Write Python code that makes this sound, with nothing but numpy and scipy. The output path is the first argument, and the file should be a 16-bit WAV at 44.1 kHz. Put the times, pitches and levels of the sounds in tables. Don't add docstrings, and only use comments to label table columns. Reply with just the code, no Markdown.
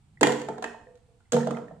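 import sys
import numpy as np
from scipy import signal
from scipy.fft import rfft, irfft
from scipy.io import wavfile

SR = 44100
rng = np.random.default_rng(int(sys.argv[2]) if len(sys.argv) > 2 else 0)


def unload_wav(signal):
    wavfile.write(
        sys.argv[1],
        SR,
        np.round(np.clip(np.atleast_2d(signal).T, -1, 1) * 32767).astype(np.int16),
    )


def to_linear_factor(level_db):
    exponent = np.asarray(level_db, float) / 20
    return 10 ** exponent


N = 79380

# start in seconds, wall knock in relative dB,
# boom in relative dB, crack in relative dB, favoured wall pitch in Hz, favoured boom pitch in Hz.
CONTACTS = [(0.21,-17,-18,-21.5,797,323.4), (0.2133,-40,-13.5,-50,547,401), (0.2301,-3,-29.5,-14,1289,503),
            (0.233,-10,-17,-45,1820,294), (0.2696,-11.5,-18.5,-20,1055,324), (0.294,-16.5,-25,-45,717,467),
            (0.32,-39,-27.5,-27,1730,503), (0.397,-50,-51.5,-42,1800,450), (0.416,-33,-40,-38,1800,450),
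            (0.486,-19.5,-28,-38,950,430), (0.581,-28,-39.5,-48,810,354), (0.624,-21,-39,-33.5,887,480),
            (0.641,-16,-32.5,-32,1237,471), (0.745,-33.5,-83,-66.5,907,425), (0.812,-46.5,-82,-71,1113,395),
            (0.954,-65,-74,-59.5,1800,487), (0.973,-70,-73,-64,2000,480), (1.203,-61.5,-75.5,-70,754,150),
            (1.3203,-32,-24,-22.5,1520,488), (1.331,-21,-19,-25.5,696,274), (1.343,-21,-20,-28.5,700,500),
            (1.365,-11,-22.5,-31.5,996,450), (1.409,-27,-28,-42,1384,242.6),
            (1.4712,-15,-28.5,-36.5,770,446), (1.508,-21,-24,-37,1040,450), (1.569,-23,-60,-49,1190,235),
            (1.585,-29.5,-33.5,-56,656,240), (1.608,-38.5,-36,-71.5,720,450), (1.683,-50,-54,-64,1720,175),
            (1.711,-33.5,-45,-73.5,658,172), (1.765,-49,-58.5,-80.5,713,173)]


def at_hz(points, hz):
    table_hz, values = np.transpose(points)
    return np.interp(np.log(hz), np.log(table_hz), values)


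def rms_one(x):
    return x / np.sqrt(np.mean(x ** 2) + 1e-20)


def colour(x, points, share=1):
    mirrored = np.concatenate([x, x[..., ::-1]], axis=-1)
    hz = np.maximum(np.arange(N + 1) * SR / (2 * N), 1)
    shaped = rfft(mirrored) * to_linear_factor(share * at_hz(points, hz))
    return irfft(shaped, 2 * N)[..., :N]


def click(seconds, db):
    return to_linear_factor(db) * (np.arange(N) == int(seconds * SR))


def ring(clicks, hz, t60, swell_t60):
    r, q = to_linear_factor(-60 / (t60 * SR)), to_linear_factor(-60 / (swell_t60 * SR))
    w = 2 * np.pi * hz / SR
    rung = signal.lfilter([0, np.sin(w)], [1, -2 * r * np.cos(w), r * r], clicks + 1e-18)
    return signal.lfilter([(1 - q * q) / 2, 0, (q * q - 1) / 2], [1, -2 * q * np.cos(w), q * q], rung)


def short_notes(rows, t60):
    return sum(ring(click(s, db), hz, t60, swell_t60=0.0049) for s, db, hz in rows)


def stereo_pair(mid, side, alike):
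    return np.sqrt(1 + alike) * mid + np.sqrt(1 - alike) * side * [[1], [-1]]


def stereo_bands(size, likeness, shape):
    edges_hz = 22 * 2 ** np.arange(0, 9.6, 1 / 3)
    white = rng.standard_normal((2, 2, size))
    out = 0
    for k, (low, high) in enumerate(zip(edges_hz, edges_hz[1:])):
        band = signal.butter(2, [low, high], "band", fs=SR, output="sos")
        mid, side = signal.sosfilt(band, white[k % 2])
        hz = np.sqrt(low * high)
        out = out + shape(hz) * stereo_pair(mid, side, at_hz(likeness, hz)) / np.sqrt(2)
    return out


def background_floor():
    # pitch in Hz, relative level in dB per Hz.
    spectrum = [(12, -33), (20, -6.5), (98, 2.5), (328, -18.5), (558, -37.5), (802, -16.5), (949, -28),
                (1030, -21.5), (1710, -29.5), (2020, -28), (3340, -29.5), (7400, -36.5), (8200, -27.5),
                (9200, -37.5), (16000, -67.5)]
    # pitch in Hz, likeness from 0 to 1.
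    likeness = [(30, 0.94), (150, 0.74), (600, 0.26), (2000, .2), (8000, 0.11)]
    noise = stereo_bands(N + SR, likeness, lambda hz: to_linear_factor(at_hz(spectrum, hz)))
    return to_linear_factor(-63) * rms_one(noise[:, SR:])


def rumble():
    # time in seconds, level in dB.
    levels = [(0, -67.5), (.2, -55.5), (0.799, -74), (1, -73.5), (1.151, -72), (1.3, -79), (1.8, -74)]
    s, db = np.transpose(levels)
    band = signal.butter(2, [104.8, 175], "band", fs=SR, output="sos")
    noise = signal.sosfilt(band, rng.standard_normal(N + SR))[SR:]
    return to_linear_factor(np.interp(np.arange(N) / SR, s, db)) * rms_one(noise)


def taps():
    # start in seconds, level in dB, pitch in Hz.
    rows = [(.173, -44, 1947), (0.87, -47.5, 1814), (1.205, -56.5, 1448), (1.255, -62, 2040),
            (1.405, -35, 1760), (1.431, -32, 1770), (1.547, -39, 2055), (1.682, -43.5, 1800)]
    return short_notes(rows, t60=0.023)


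def room(x):
    # pitch in Hz, time to die by 60 dB in seconds.
    fade = [(100, 1), (300, 0.69), (800, 0.49), (2000, 0.46), (5000, 0.51), (12000, 0.37)]
    # pitch in Hz, relative energy in dB.
    strength = [(100, -3), (300, -7), (800, -0.5), (2000, -1), (5000, -3), (12000, -2.5)]
    # pitch in Hz, time in seconds.
    onset = [(100, .003), (1000, 0.0032), (4000, 0.0052), (12000, 0.022)]
    # pitch in Hz, likeness from 0 to 1.
    likeness = [(100, 1), (300, 1), (800, 0.56), (2000, 0.6), (8000, 0.058)]
    t = np.arange(SR) / SR

    def decay(hz):
        t60 = at_hz(fade, hz)
        same_energy = np.sqrt(2 * np.log(1000) / (t60 * SR))
        build_up = 1 - np.exp(-(t / at_hz(onset, hz)) ** 2)
        return to_linear_factor(at_hz(strength, hz) - 60 * t / t60) * same_energy * build_up

    tail = stereo_bands(SR, likeness, decay)
    return signal.fftconvolve(x[None], tail, axes=1)[:, :N]


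def struck(modes, db, favoured_hz, reach_oct, swell_t60, sign, detune, spread_db):
    lag_spread_s, pan_spread_db = 0.00023, 3.5
    second_drop_s = 1.3
    lead = 64
    at = (np.array(CONTACTS)[:, 0] * SR).astype(int)
    spot, pan, lag, bend = np.moveaxis(rng.standard_normal((len(at), len(modes), 4)), 2, 0)
    out = np.zeros((2, N + 4 * SR))
    for k, (hz, empty_db, filled_db, t60) in enumerate(modes):
        mode_db = np.where(at < second_drop_s * SR, empty_db, filled_db) + spread_db * spot[:, k]
        far_db = 6.98 * (np.log2(hz / favoured_hz) / reach_oct) ** 2
        size = -sign ** k * to_linear_factor(db + mode_db - far_db)
        for i, start in enumerate(at - lead):
            clicks = np.zeros((2, int((t60 + swell_t60) * SR) + 2 * lead))
            for ear, side in enumerate([.5, -.5]):
                place = lead + round(side * lag_spread_s * SR * lag[i, k])
                clicks[ear, place] = size[i] * to_linear_factor(side * pan_spread_db * pan[i, k])
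            bent_hz = hz * (1 + detune * bend[i, k])
            out[:, start:start + clicks.shape[1]] += ring(clicks, bent_hz, t60, swell_t60)
    return out[:, :N]


def boom(db, favoured_hz):
    # pitch in Hz, relative dB when empty, relative dB with a candy inside,
    # time to die by 60 dB in seconds.
    modes = [(139.7, -7, -5, 0.48), (172, -13, -12.5, 0.75), (191, -7.5, -4, 0.38), (233.4, -3.5, -3, 0.32),
             (294, -3.5, -11, 0.21), (338, -13.5, -33, 0.13), (365.6, -9.5, -9.5, 0.35),
             (401, -7, -15, 0.14), (430, -1, -11, 0.4), (450, -7.5, -8.5, 0.25), (490.6, 6.5, 4.5, 0.084),
             (561.5, -11, -16.5, 0.14)]
    return struck(modes, db - 6, favoured_hz, reach_oct=1.26, swell_t60=0.023,
                  sign=-1.0, detune=0, spread_db=2.65)


def wall_knock(db, favoured_hz):
    # middle pitch in Hz, relative dB when empty, relative dB with a candy inside,
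    # time to die by 60 dB in seconds.
    modes = [(610, -2, 8, 0.014), (680.7, -3, -2.5, 0.059), (733, -5.5, -9.5, 0.071),
             (808.6, -6, -10, 0.068), (891, -2, -9.5, .04), (960, -0.5, -6.5, 0.026), (1020, -3, -8, 0.004),
             (1212, -11, -13.5, 0.046), (1289, -0.5, -1.5, 0.018), (1550, -7.5, -8.5, 0.023),
             (1583, 0.5, -12.5, 0.016), (1783, 0.5, -7.5, 0.042), (1914, -1.5, -8, 0.033),
             (2130, -6.5, -13.5, 0.036), (2479, 1.5, 0, 0.024), (2976, 2.5, 5, 0.016),
             (3190, 5.5, -10, 0.014)]
    return struck(modes, db - 7.5, favoured_hz, reach_oct=0.79, swell_t60=0.0052,
                  sign=0.99, detune=.022, spread_db=2.5)


def crack(db):
    # pitch in Hz, relative level in dB per Hz.
    spectrum = [(400, -37.5), (900, -7), (1530, -6), (2500, -14.5), (3200, -11), (4400, -13), (5500, -17),
                (6500, -11.5), (7100, -11.5), (7900, -13.5), (9220, -21), (9920, -27.5), (13100, -34),
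                (14000, -43), (15300, -46.5), (16000, -49.5)]
    t60_s, rise_s = 0.034, 0.00046
    t, envelope = np.arange(N) / SR, np.zeros(N)
    for s, level_db in zip(np.array(CONTACTS)[:, 0], db - 1):
        age = np.maximum(t - s, 0)
        envelope += to_linear_factor(level_db - 60 * age / t60_s) * (1 - np.exp(-age / rise_s))
    mid, side = rng.standard_normal((2, N))
    noise = stereo_pair(mid, side, alike=0.38)
    return envelope * rms_one(colour(noise, spectrum))


def chinks():
    # start in seconds, level in dB, pitch in Hz.
    rows = [(.211, -23.5, 8100), (.2312, -13, 7044), (.3205, -46, 7450), (1.322, -22, 7620),
            (1.3225, -20, 6540), (1.472, -48, 5760)]
    return short_notes(rows, t60=.014)


def notes():
    # start in seconds, level in dB, pitch in Hz, time to die by 60 dB in seconds.
    rows = [(.212, -15.5, 446, 0.045), (.232, -22, 294, 0.22), (0.2318, -15, 937, 0.025),
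            (.272, -21, 491, 0.13), (.487, -22, 891, 0.037), (.63, -36, 234.7, 0.3),
            (.641, -22, 1800, .022), (1.328, -19.5, 233.9, 0.49), (1.334, -26.5, 145.6, .6),
            (1.336, -16, 489.5, 0.14), (1.363, -23.5, 905, 0.058), (1.472, -31, 646, .05),
            (1.5, -30, 290, 0.14), (1.712, -42.5, 172, 0.28)]
    swell_cycles = 12.5
    return sum(ring(click(s, db), hz, t60, swell_cycles / hz) for s, db, hz, t60 in rows)


def rolls():
    # start in seconds, length in seconds, level in relative dB.
    rows = [(0.867, 0.1, -54), (1.085, 0.14, -66)]
    # pitch in Hz, level in relative dB, time to die by 60 dB in seconds.
    tones = [(452.7, -8, 0.24), (490, 0.5, 0.099), (680, -12, 0.19)]
    fade_db_per_s, landing_db = 96, 8.5
    t = np.arange(N) / SR
    drive, landing = np.zeros(N), np.zeros(N)
    for s, length, db in rows:
        rolling = (t > s) * (t < s + length)
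        drive += to_linear_factor(db - fade_db_per_s * np.clip(t - s, 0, length)) * rolling
        landing += click(s, db + landing_db)
    noise = drive * rng.standard_normal(N)
    out = np.zeros(N)
    for hz, db, t60 in tones:
        even = np.sqrt(4 * np.log(1000) / (t60 * SR))
        out += to_linear_factor(db) * ring(even * noise + landing, hz, t60, swell_t60=0.023)
    return out


def scene():
    s, wall_db, boom_db, crack_db, wall_hz, boom_hz = np.transpose(CONTACTS)
    low = boom(boom_db, boom_hz) + notes()
    knock = wall_knock(wall_db, wall_hz) + crack(crack_db)
    light = taps() + chinks() + rolls()
    left, right = low + knock + light
    left_lag_s = .0001
    late_left = np.interp(np.arange(N) - left_lag_s * SR, np.arange(N), left)
    floor = background_floor()
    send = (knock + low).mean(axis=0) + to_linear_factor(-4.5) * light
    return np.array([late_left, right]) + room(send) + floor + rumble()


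def top_cut(x):
    return signal.sosfilt(signal.butter(12, 15800, fs=SR, output="sos"), x)


def record(dry):
    # pitch in Hz, left minus right in dB.
    sides = [(60, -4.5), (180, -1.5), (550, -4), (1650, -3.5), (4970, 1), (15000, -10)]
    left = colour(dry[0], sides, share=.5)
    right = colour(dry[1], sides, share=-.5)
    return top_cut(np.array([left, right]))


dry = scene()
out = record(dry)
unload_wav(out)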